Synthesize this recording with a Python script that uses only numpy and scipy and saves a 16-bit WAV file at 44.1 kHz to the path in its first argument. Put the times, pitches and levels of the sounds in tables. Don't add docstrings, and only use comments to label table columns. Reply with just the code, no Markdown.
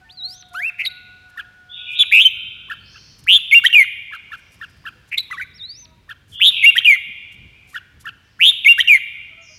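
import sys
import numpy as np
from scipy import signal
from scipy.fft import rfft, irfft, next_fast_len
from scipy.io import wavfile
from scipy.ndimage import uniform_filter1d, minimum_filter1d, map_coordinates

SR = 44100
rng = np.random.default_rng(int(sys.argv[2]) if len(sys.argv) > 2 else 0)


def how_loud(loudness_db):
    steps = np.asarray(loudness_db, float) / 20
    return 10 ** steps


def output_pcm(signal):
    pcm = np.clip(np.atleast_2d(signal).T, -1, 1) * 32767
    wavfile.write(sys.argv[1], SR, np.round(pcm).astype(np.int16))


N = 422478


def unit(x):
    return x / np.sqrt(np.mean(x ** 2) + 1e-20)


def along(points, hz):
    f, v = np.transpose(points)
    return np.interp(np.log(hz + 1), np.log(f + 1), v)


def wobble(rate, size):
    knots = rng.standard_normal(int(size * rate / SR) + 4)
    return map_coordinates(knots, [np.arange(size) * rate / SR])


def coloured(spectrum, size=N):
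    m = next_fast_len(size)
    white = rfft(rng.standard_normal(m))
    return unit(irfft(white * how_loud(along(spectrum, np.fft.rfftfreq(m, 1 / SR))), m)[:size])


def add(track, s, sound):
    part = track[round(s * SR):][:len(sound)]
    part += sound[:len(part)]


# (frequency [Hz], level per Hz [dB])
HUM = [(20, -13), (42, -4), (99, 1), (228, -11), (500, -22), (1000, -45)]
# (time [s], level [dB])
TOWN = [(0, -56), (.7, -59), (1.1, -56.5), (2, -58.5), (3.1, -53.5), (3.8, -58.5), (5.1, -54.5),
        (5.9, -54.5), (6.8, -57.5), (8.1, -55), (8.7, -57.5), (9.58, -56.5)]
# (frequency [Hz], level per Hz [dB])
LEAVES = [(150, -40), (330, -22), (650, -21), (1500, -20), (2390, -19), (5000, -27), (8000, -36),
          (15800, -45)]


def town():
    s, db = np.transpose(TOWN)
    swell_db = np.interp(np.arange(N) / SR, s, db) + 1.4 * wobble(7, N) + wobble(1.5, N)
    leaves_db = -62 + wobble(3, N)
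    return how_loud(swell_db) * coloured(HUM) + how_loud(leaves_db) * coloured(LEAVES)


# (time [s], length [s], pitch [Hz], level [dB], second partial level [dB])
CROWS = [(0, .08, 745, -57, -52), (.06, .17, 740, -64, -65), (.035, .1, 900, -59, -53),
         (4.94, .1, 500, -62, -80), (5.83, .16, 640, -68, -68), (7.65, .09, 750, -62, -75),
         (.19, .34, 736, -57, -59), (.5, .15, 715.5, -48, -48), (.65, 0.27, 714, -61, -58),
         (0.868, 1.24, 733.7, -64.5, -46.5), (5.815, 0.24, 960, -63, -80), (6.43, .18, 955, -66, -80),
         (9.3, .08, 640, -60, -64), (9.36, 0.13, 665, -58, -58), (9.478, 0.1, 624, -62, -66)]


def cockerels():
    attack_s, release_s, sag_db_per_s, sag_hz_per_s = .03, .07, 4.5, 5.5
    out = np.zeros(N)
    for s, length, hz, low_db, high_db in CROWS:
        t = np.arange(0, length, 1 / SR)
        waver = 1 + 0.0027 * wobble(40, len(t)) + .004 * wobble(9, len(t))
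        phase = 2 * np.pi * np.cumsum((hz - sag_hz_per_s * t) * waver) / SR
        low = how_loud(low_db + 3.7 * wobble(35, len(t))) * np.sin(phase)
        high = how_loud(high_db + 1.8 * wobble(25, len(t))) * np.sin(2 * phase)
        edge = np.clip(np.minimum(t / attack_s, (length - t) / release_s), 0, 1)
        shape = how_loud(-sag_db_per_s * t) * np.sin(np.pi / 2 * edge) ** 2
        add(out, s, np.sqrt(2) * (low + high) * shape)
    return out


def glide(t, s, hz):
    step = np.diff(hz) / np.diff(s)
    a, b = step[:-1], step[1:]
    inner = np.where(a * b > 0, 2 * a * b / (a + b + 1e-9), 0)
    slope = np.r_[step[0], inner, step[-1]]
    i = np.clip(np.searchsorted(s, t, "right") - 1, 0, len(s) - 2)
    h = np.diff(s)[i]
    u = (t - s[i]) / h
    bend = slope[i] * (1 - u) ** 2 - slope[i + 1] * u * (1 - u) + step[i] * u * (3 - 2 * u)
    return hz[i] + h * u * bend


FLUTTERS = {"rise": (182, .05, 1.5, 3.6, .47, .3), "fall": (125, .015, 1.2, -1.2, 9, 0),
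            "buzz": (122, .055, .5, 0, -9, 0), "squeak": (330, .04, 1.2, 0, 9, 0),
            "pip": (310, .08, 1.5, 0, 9, 0), "churr": (105, .055, 1.4, .2, -9, 0),
            "peep": (105, .065, 1.3, 0, -9, 0)}


def flutter(name, loose, done, slack_db, stretch):
    n = len(done)
    flutter_hz, swing, choke, settle, twice_from, wake = FLUTTERS.get(name, (0, 0, 0, 0, 9, 0))
    settled = settle * done ** (8 if settle > 0 else 2.5)
    depth = np.clip(loose * (1 - settled) + .01 * slack_db, 0, 1)
    depth = depth * np.clip(.3 + .7 * done / (wake + 1e-9), 0, 1)
    beat_hz = flutter_hz / stretch * (1 + .07 * wobble(60, n))
    beat = 2 * np.pi * (np.cumsum(beat_hz) / SR + rng.random())
    twice = np.clip((done - twice_from) / .15, 0, 1)
    turn = np.pi / 2 * (twice - twice[0])
    saw = -np.sin(beat + turn) - 0.19 * (1 - turn / 2) * np.sin(2 * beat)
    saw = saw - .3 * np.sin(turn) * np.cos(3 * beat)
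    sweep = 2 * swing * depth * saw * (1 + .5 * np.sin(turn))
    snaps = (1 - twice) * np.cos(beat) + twice * np.cos(2 * beat)
    dip = np.clip(choke * depth * (1 - turn / 5), 0, 1) * snaps
    return depth, sweep, dip


# (multiple, level [dB])
OVERTONES = [(0.5005, -39), (1.501, -47), (2, -35), (2.5, -47), (2.998, -40), (3.5, -54), (4.002, -48.5),
             (4.5, -55), (5, -48), (5.5, -59), (6, -54), (7, -57), (8, -59), (9, -61)]
# (frequency [Hz], gain [dB])
THROAT = [(900, -14), (2600, 9.5), (3800, 5.5), (4700, -2), (6500, 7), (8700, 3), (11000, 20), (14500, 10)]
COLOURS = {"rise": (2.2, -4, 1.2, -45), "step": (2.5, -4, .7, -49), "flick": (10, -6, .3, -38),
           "snap": (3, -6, -1.2, -38), "fall": (3.5, -7, .5, -51), "chuck": (12, -8, -6, -28),
           "hump": (-11, -9, -5, -40), "whistle": (-10, -12, -12, -48), "high hump": (-11, -9, -5, -40),
           "high whistle": (-9, -12, -9, -48), "slide": (6, -12, -.5, -40), "buzz": (4, -3, -2.5, -33),
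           "lift": (3, -8, -2, -34), "squeak": (5, 6, -5, -28), "pip": (1.5, -8, .8, -43),
           "churr": (3, -3, .6, -41), "peep": (3, -4, -.4, -48), "warble": (14, -10, -1.6, -37),
           "quaver": (6, -6, -1.2, -36)}
# (frequency [Hz], level [dB])
BREATH = [(800, -12), (1500, 1.5), (2500, 1.5), (5000, -4), (8500, -11), (11500, -3), (14000, -10),
          (16000, -20)]
OPENING_DB = {"chuck": 17, "slide": -7}


def throat_and_breath(name, hz, phase, depth, done, slack_db, bright_db):
    n = len(hz)
    overtone_db, halfway_db, tilt_db, hiss_db = COLOURS[name]
    breath_db = hiss_db + .4 * slack_db + 3 * wobble(150, n)
    upper = how_loud(breath_db) * coloured(BREATH, size=n)
    beak_db = OPENING_DB.get(name, 0) * (done - .5)
    for k, part_db in OVERTONES:
        if k * hz.min() > SR / 3:
            break
        throat_db = along(THROAT, k * hz) - along(THROAT, hz)
        own_db = overtone_db + bright_db + beak_db + tilt_db * max(k - 2, 0)
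        own_db = own_db + halfway_db * (abs(k - round(k)) > .25)
        smear = (.1 + 1.9 * depth ** 2) * k * wobble(450, n)
        flicker_db = 3.5 * wobble(120, n)
        partial = np.sin(k * phase + smear) * (k * hz < SR / 2)
        upper += how_loud(part_db + own_db + throat_db + flicker_db) * partial
    return upper


# (time [s], pitch [Hz], level [dB])
STEP = [(0, 2940, -40), (.003, 2640, -12), (.006, 2305, -19), (.013, 2129, -14), (.022, 2199, -4.5),
        (.033, 2307, -6.5), (.036, 2500, -12), (.039, 2780, -6), (.07, 2779, -5.5), (.077, 2780, -11),
        (.082, 2784, -24)]
# (time [s], pitch [Hz], level [dB])
FLICK = [(0, 1295, -38.5), (.007, 1550, -19.5), (.019, 1920, -8), (.024, 1950, -17), (.027, 2700, -24)]
# (time [s], pitch [Hz], level [dB])
FALL = [(0, 3200, -34), (.004, 3050, -11), (.007, 2660, -20), (.011, 2780, -10), (.021, 2880, -9),
        (.024, 2359, -13.5), (.029, 2480, -7.5), (.055, 2340, -6), (.088, 2120, -9.5), (.113, 2030, -22)]
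# (time [s], pitch [Hz], level [dB])
CHUCK = [(0, 1000, -56), (.012, 1290, -53), (.016, 1780, -34), (.024, 1800, -32.5), (.028, 1400, -35),
         (.033, 1370, -33), (.040, 1700, -32), (.05, 1480, -37), (.058, 1230, -48)]
# (time [s], pitch [Hz], level [dB])
WHISTLE = [(.083, 4240, -38), (.13, 3800, -32), (.168, 4200, -24), (.197, 4414, -39), (.22, 4796, -35.5),
           (.3, 6314, -51.5), (.328, 5820, -45), (.333, 4940, -57), (.337, 3830, -38)]
# (time [s], pitch [Hz], level [dB])
HIGH_WHISTLE = [(.057, 4046, -43), (.076, 3624, -34.5), (.125, 4030, -32), (.138, 4130, -46),
                (.167, 4517, -31.5), (.207, 4950, -45.5), (.27, 6200, -42.5), (.312, 5750, -48),
                (.321, 3800, -44)]
# (time [s], pitch [Hz], level [dB])
SLIDE = [(0, 896, -49.5), (.015, 1304, -28.5), (.059, 1593, -27), (.075, 1920, -31), (.1, 2260, -22.5),
         (.14, 2630, -22.5), (.157, 2552, -22), (.162, 2350, -28)]
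# (time [s], pitch [Hz], level [dB])
BUZZ = [(0, 2250, -44), (.006, 2380, -28), (.013, 2350, -19.5), (.027, 2460, -17.5), (.042, 2460, -25),
        (.052, 2300, -36)]
# (time [s], pitch [Hz], level [dB])
LIFT = [(0, 2147, -36), (.018, 2030, -27), (.023, 2197, -29.5), (.027, 3500, -25), (.032, 3980, -23),
        (.041, 3800, -19), (.052, 3750, -40.5)]
# (time [s], pitch [Hz], level [dB])
SQUEAK = [(0, 3500, -42), (.005, 3750, -24), (.01, 3825, -16.5), (.016, 4050, -29.5), (.019, 3900, -24),
          (.023, 3700, -38)]
# (time [s], pitch [Hz], level [dB])
PIP = [(0, 3546, -29.5), (.008, 3530, -13.5), (.016, 3482, -7.5), (.025, 3453, -6), (.04, 3430, -9),
       (.045, 3118, -15), (.049, 2593, -21.5)]
# (time [s], pitch [Hz], level [dB])
CHURR = [(0, 1778, -42), (.014, 2329, -14.5), (.029, 2529, -7), (.079, 2590, -7.5), (.086, 2706, -10.5),
         (.104, 3170, -7), (.112, 3330, -13), (.128, 3400, -17.5), (.138, 3200, -23)]
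# (time [s], pitch [Hz], level [dB])
WARBLE = [(0, 883, -51.5), (.01, 1196, -36.5), (.014, 2013, -27), (.026, 2008, -28), (.03, 1350, -30),
          (.045, 1147, -34), (.065, 1085, -46)]
# (time [s], pitch [Hz], level [dB])
SNAP = [(.025, 2396, -24), (.027, 3177, -8), (.03, 3226, -17), (.033, 3050, -5.5), (.035, 3290, -6.5),
        (.037, 3820, -25), (.046, 3210, -24.5)]
# (time [s], pitch [Hz], level [dB])
HUMP = [(0, 2280, -53), (.015, 3510, -41.5), (.045, 4800, -52.5), (.08, 4400, -53)]
# (time [s], pitch [Hz], level [dB])
HIGH_HUMP = [(0, 4400, -67), (.012, 5200, -50.5), (.03, 5600, -48.5), (.057, 4150, -49.5)]
# (time [s], pitch [Hz], level [dB])
PEEP = [(.136, 3066, -21.5), (.145, 3087, -6.5), (.155, 3090, -4), (.18, 3110, -27.5)]
# (time [s], pitch [Hz], level [dB])
QUAVER = [(.065, 1143, -47), (.091, 1944, -26), (.098, 1846, -32.5), (.103, 1506, -27.5), (.113, 1506, -29),
          (.119, 2340, -24.5), (.125, 1950, -24.5), (.131, 2384, -27.5), (.142, 2003, -33)]
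VOICES = {"rise": (None, .66), "step": (STEP, .1), "flick": (FLICK, .2), "snap": (SNAP, .55),
          "fall": (FALL, .17), "chuck": (CHUCK, .42), "hump": (HUMP, .2), "whistle": (WHISTLE, .1),
          "high hump": (HIGH_HUMP, .2), "high whistle": (HIGH_WHISTLE, .1), "slide": (SLIDE, .08),
          "buzz": (BUZZ, .85), "lift": (LIFT, .3), "squeak": (SQUEAK, .55), "pip": (PIP, .2),
          "churr": (CHURR, .42), "peep": (PEEP, .08), "warble": (WARBLE, .05), "quaver": (QUAVER, .15)}
DROPPING = {"rise", "step", "snap", "fall", "whistle", "high whistle", "slide", "pip"}
# (length [s], end pitch [Hz], loss [dB])
DROP = (.011, 1020, 30)
DROP_KNEE = (.35, 1.55, .6)


def syllable(name, stretch=1, pitch=1, rows=None, bright_db=0):
    rows, loose = rows or VOICES[name][0], VOICES[name][1]
    if name in DROPPING:
        last_s, _, last_db = rows[-1]
        knee = np.multiply(DROP, DROP_KNEE)
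        rows = rows + [(last_s + after, hz, last_db - loss) for after, hz, loss in (knee, DROP)]
    s, hz, db = np.transpose(rows)
    length = s[-1] - s[0]
    t = s[0] + np.arange(round(length * stretch * SR)) / SR / stretch
    n, done = len(t), (t - s[0]) / length
    hz, db = pitch * glide(t, s, hz), np.interp(t, s, db)
    slack_db = db.max() - db
    depth, sweep, dip = flutter(name, loose, done, slack_db, stretch)
    hz = hz * (1 + sweep + (.003 + .012 * depth ** 2) * wobble(450, n))
    level = how_loud(db + (.6 + 2.5 * depth) * wobble(200, n))
    level = level * (1 + .25 * depth ** 2 * wobble(900, n))
    phase = 2 * np.pi * np.cumsum(hz) / SR
    upper = throat_and_breath(name, hz, phase, depth, done, slack_db, bright_db)
    voice = (1 - dip) * np.sin(phase) + (1 - dip / 2) * upper
    sound = np.sqrt(2) * level * voice * signal.windows.tukey(n, .003 / length)
    return np.pad(sound, (round(s[0] * stretch * SR), 0))


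# (time [share of length], level [dB])
RISE = [(0, -47), (.09, -29.5), (.16, -17), (.29, -8.5), (.9, -7.5), (.94, -11), (.965, -24), (.99, -13),
        (1.02, -27)]
# (time [s], length [s], top pitch [Hz], climb time [s], gain [dB])
RISES = [
    (3.264, .113, 3480, .025, .2),
    (6.396, .106, 3700, .024, -1.2),
    (8.39, .12, 3690, .035, .4),
]
# (syllable, time [s], gain [dB], stretch [ratio])
ANSWERS = [("step", 3.51, .3, 1.01), ("flick", 3.636, .3, .99), ("snap", 3.636, .3, .98),
           ("fall", 3.726, .2, 1.01), ("step", 6.623, -.5, 1.01), ("flick", 6.752, -4, 1.01),
           ("snap", 6.754, -.5, 1.01), ("fall", 6.845, -.4, .99), ("step", 8.645, .3, 1.05),
           ("flick", 8.776, -2.5, 1.04), ("snap", 8.776, .3, 1.02), ("fall", 8.872, -.3, .93)]
# (syllables, time [s], gain [dB], stretch [ratio], pitch [ratio])
CALLS_SUNG = [(["hump", "whistle"], .088, -1, 1, 1), (["slide"], .538, .5, .99, 1.03), (["buzz"],
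              .784, -2, 1, 1), (["lift"], .836, 2, .96, 1), (["squeak"], .846, -7, .9, 1.09), (["pip"],
              1.985, -1, 1, 1), (["churr", "peep"], 2.11, -1, 1, 1), (["buzz"], 5.113, -6, .95, 1),
              (["lift"], 5.168, -2.5, .9, 1.04), (["squeak"], 5.174, .5, 1, 1), (["warble", "quaver"],
              5.3, 0, .97, 1), (["high hump", "high whistle"], 5.535, -1, 1, 1)]
# (time [s], gain [dB], stretch [ratio], pitch [ratio], overtones [dB])
CHUCKS = [(1.36, 2, .95, 1, 0), (2.685, 4, .98, 1, -4), (2.93, -17, 1, .95, 8), (4.11, -.5, .98, .96, 0),
          (4.304, 0, .99, .97, 0), (4.6, .5, .92, 1, 0), (4.84, 2, .95, .97, 0), (6.078, -2, .95, 1, 3),
          (7.73, 4.5, 1, 1.04, 2), (8.041, 3, .99, 1, 0)]


def bulbul():
    from_hz = 1200
    out = np.zeros(N)
    for s, length, top_hz, climb, db in RISES:
        rows = []
        for u, level in RISE:
            short_hz = (top_hz - from_hz) * np.exp(-u * length / climb)
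            rows.append((u * length, top_hz - short_hz, level))
        add(out, s, how_loud(db) * syllable("rise", rows=rows))
    for name, s, db, stretch in ANSWERS:
        add(out, s, how_loud(db) * syllable(name, stretch))
    for names, s, db, stretch, pitch in CALLS_SUNG:
        for name in names:
            add(out, s, how_loud(db) * syllable(name, stretch, pitch))
    for s, db, stretch, pitch, bright_db in CHUCKS:
        add(out, s, how_loud(db) * syllable("chuck", stretch, pitch, bright_db=bright_db))
    return out


# (delay [s], level [dB])
WALLS = [(.006, -16), (.013, -19), (.047, -23), (.09, -32)]


def walls(song):
    out = np.zeros(N)
    for s, db in WALLS:
        facets = rng.standard_normal(SR // 10)[:3 + round(.12 * s * SR)]
        add(out, s, how_loud(db) * signal.fftconvolve(song, facets / np.linalg.norm(facets)))
    return out


def yard(x, decays, delay):
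    out = np.zeros(N)
    for start in range(0, N, SR // 2):
        piece = x[start:start + SR // 2]
        if not piece.any():
            continue
        hz, t, z = signal.stft(rng.standard_normal(3 * SR // 2), SR, nperseg=256)
        swell = 1 - np.exp(-t / delay)
        decay = how_loud(-60 * t / along(decays, hz)[:, None])
        tail = signal.istft(z * swell * decay, SR, nperseg=256)[1]
        add(out, start / SR, signal.fftconvolve(piece, tail / np.linalg.norm(tail)))
    return out


def puffs(rows, spectrum, grain_hz):
    shape = np.zeros(N)
    for s, length, db in rows:
        add(shape, s, how_loud(db) * signal.windows.tukey(round(length * SR), .8))
    return shape * coloured(spectrum) * how_loud(3 * wobble(grain_hz, N))


# (time [s], length [s], level [dB])
RUSTLES = [(0.254, 0.007, -52), (.258, .12, -56), (.32, 0.04, -59), (.48, .025, -65), (.59, .09, -64),
           (1.28, 0.037, -65), (1.885, 0.09, -59), (3.18, 0.035, -54.5), (3.235, .015, -55),
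           (4.36, 0.056, -64.5), (4.5, .075, -60), (4.585, .02, -65), (4.69, .03, -63), (4.76, .03, -63),
           (5.07, .035, -60), (.528, .028, -51), (.09, .06, -67), (5.17, .03, -55), (5.33, .03, -58),
           (.84, .03, -57), (6.268, 0.11, -55), (7.31, 0.045, -60), (7.66, 0.12, -56), (7.991, 0.05, -55)]
# (frequency [Hz], level [dB])
FEATHERS = [(300, -23.5), (2000, -5), (6000, 1.5), (12000, 0), (16000, -19)]
# (time [s], length [s], level [dB])
GUSTS = [(3.2, 0.07, -50), (3.57, 0.069, -50), (5.3, 0.23, -64), (6.28, 0.11, -49.5), (7.05, .08, -49),
         (7.3, 0.24, -47.5), (7.915, .09, -51), (8.02, 0.16, -54), (8.37, .08, -55)]
# (frequency [Hz], level [dB])
AIR = [(20, -24), (45, 4), (120, 6), (250, -7), (600, -25), (2000, -67)]


def rustle():
    return puffs(RUSTLES, FEATHERS, grain_hz=185) + puffs(GUSTS, AIR, grain_hz=30.05)


# (time [s], length [s], start pitch [Hz], end pitch
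# [Hz], level [dB])
RIVALS = [(0.321, .05, 3240, 3880, -50), (.85, .02, 4200, 4350, -46), (1.271, 0.036, 1447, 1720, -56),
          (1.684, .09, 3300, 3550, -33), (1.72, .07, 3000, 2800, -40), (1.754, 0.079, 2213, 2710, -47),
          (1.843, 0.082, 2817, 2434, -28.5), (1.919, 0.055, 3000, 3935, -26.5),
          (2.332, .04, 1300, 1588, -58.5), (2.528, 0.029, 1238, 1590, -55.5), (2.775, .18, 4090, 6300, -54),
          (2.84, 0.22, 4330, 4543, -54), (2.88, 0.24, 5110, 5510, -55.5), (2.93, .2, 5900, 6100, -59),
          (7.5, .14, 2450, 2200, -54), (4.253, 0.7, 5800, 4500, -67), (5.731, .04, 2300, 2700, -61),
          (6.316, 0.045, 3450, 3250, -33), (6.35, .05, 3000, 3700, -30), (6.375, .04, 3500, 2800, -33),
          (6.44, .12, 3500, 2900, -27), (6.499, 0.11, 2697, 2540, -23), (7.207, 0.04, 1350, 1500, -69),
          (8.2, 0.16, 5720, 4400, -69), (9.115, 0.038, 1310, 1653, -61), (9.406, 0.052, 6600, 5020, -50.5),
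          (9.441, 0.13, 5330, 4900, -52.5), (9.47, 0.12, 5980, 5840, -53)]


def rivals():
    out = np.zeros(N)
    for s, length, from_hz, to_hz, db in RIVALS:
        n = round(length * SR)
        hz = np.linspace(from_hz, to_hz, n) * (1 + .056 * wobble(170, n))
        whistle = np.sin(2 * np.pi * np.cumsum(hz) / SR)
        add(out, s, how_loud(db) * whistle * signal.windows.tukey(n, .4))
    return out


# (frequency [Hz], time to fall 60 dB [s])
YARD = [(800, .7), (1500, 0.86), (2400, 1.374), (3500, 1.43), (5000, 0.18), (10000, 0.75)]
# (frequency [Hz], time to fall 60 dB [s])
FAR = [(1500, 2.4), (2400, 1.1), (3500, 1.6), (5000, 1), (8000, 0.49)]


def scene():
    song, far = how_loud(1.0) * bulbul(), rivals()
    near = song + walls(song) + how_loud(-22.5) * yard(song, YARD, delay=0.04)
    distant = how_loud(-10.0) * far + how_loud(4) * yard(far, FAR, delay=0.0052)
    return (near + distant + cockerels() + rustle() + town())[None]


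def band_limit(x):
    return signal.sosfilt(signal.butter(12, 15940, fs=SR, output="sos"), x)


def record(dry):
    x = signal.sosfilt(signal.butter(4, 38, "high", fs=SR, output="sos"), dry)
    needed = np.minimum(1, .9 / (np.abs(x) + 1e-9))
    gain = uniform_filter1d(minimum_filter1d(needed, size=65), size=33)
    return band_limit(x * gain)


dry = scene()
out = record(dry)
output_pcm(out)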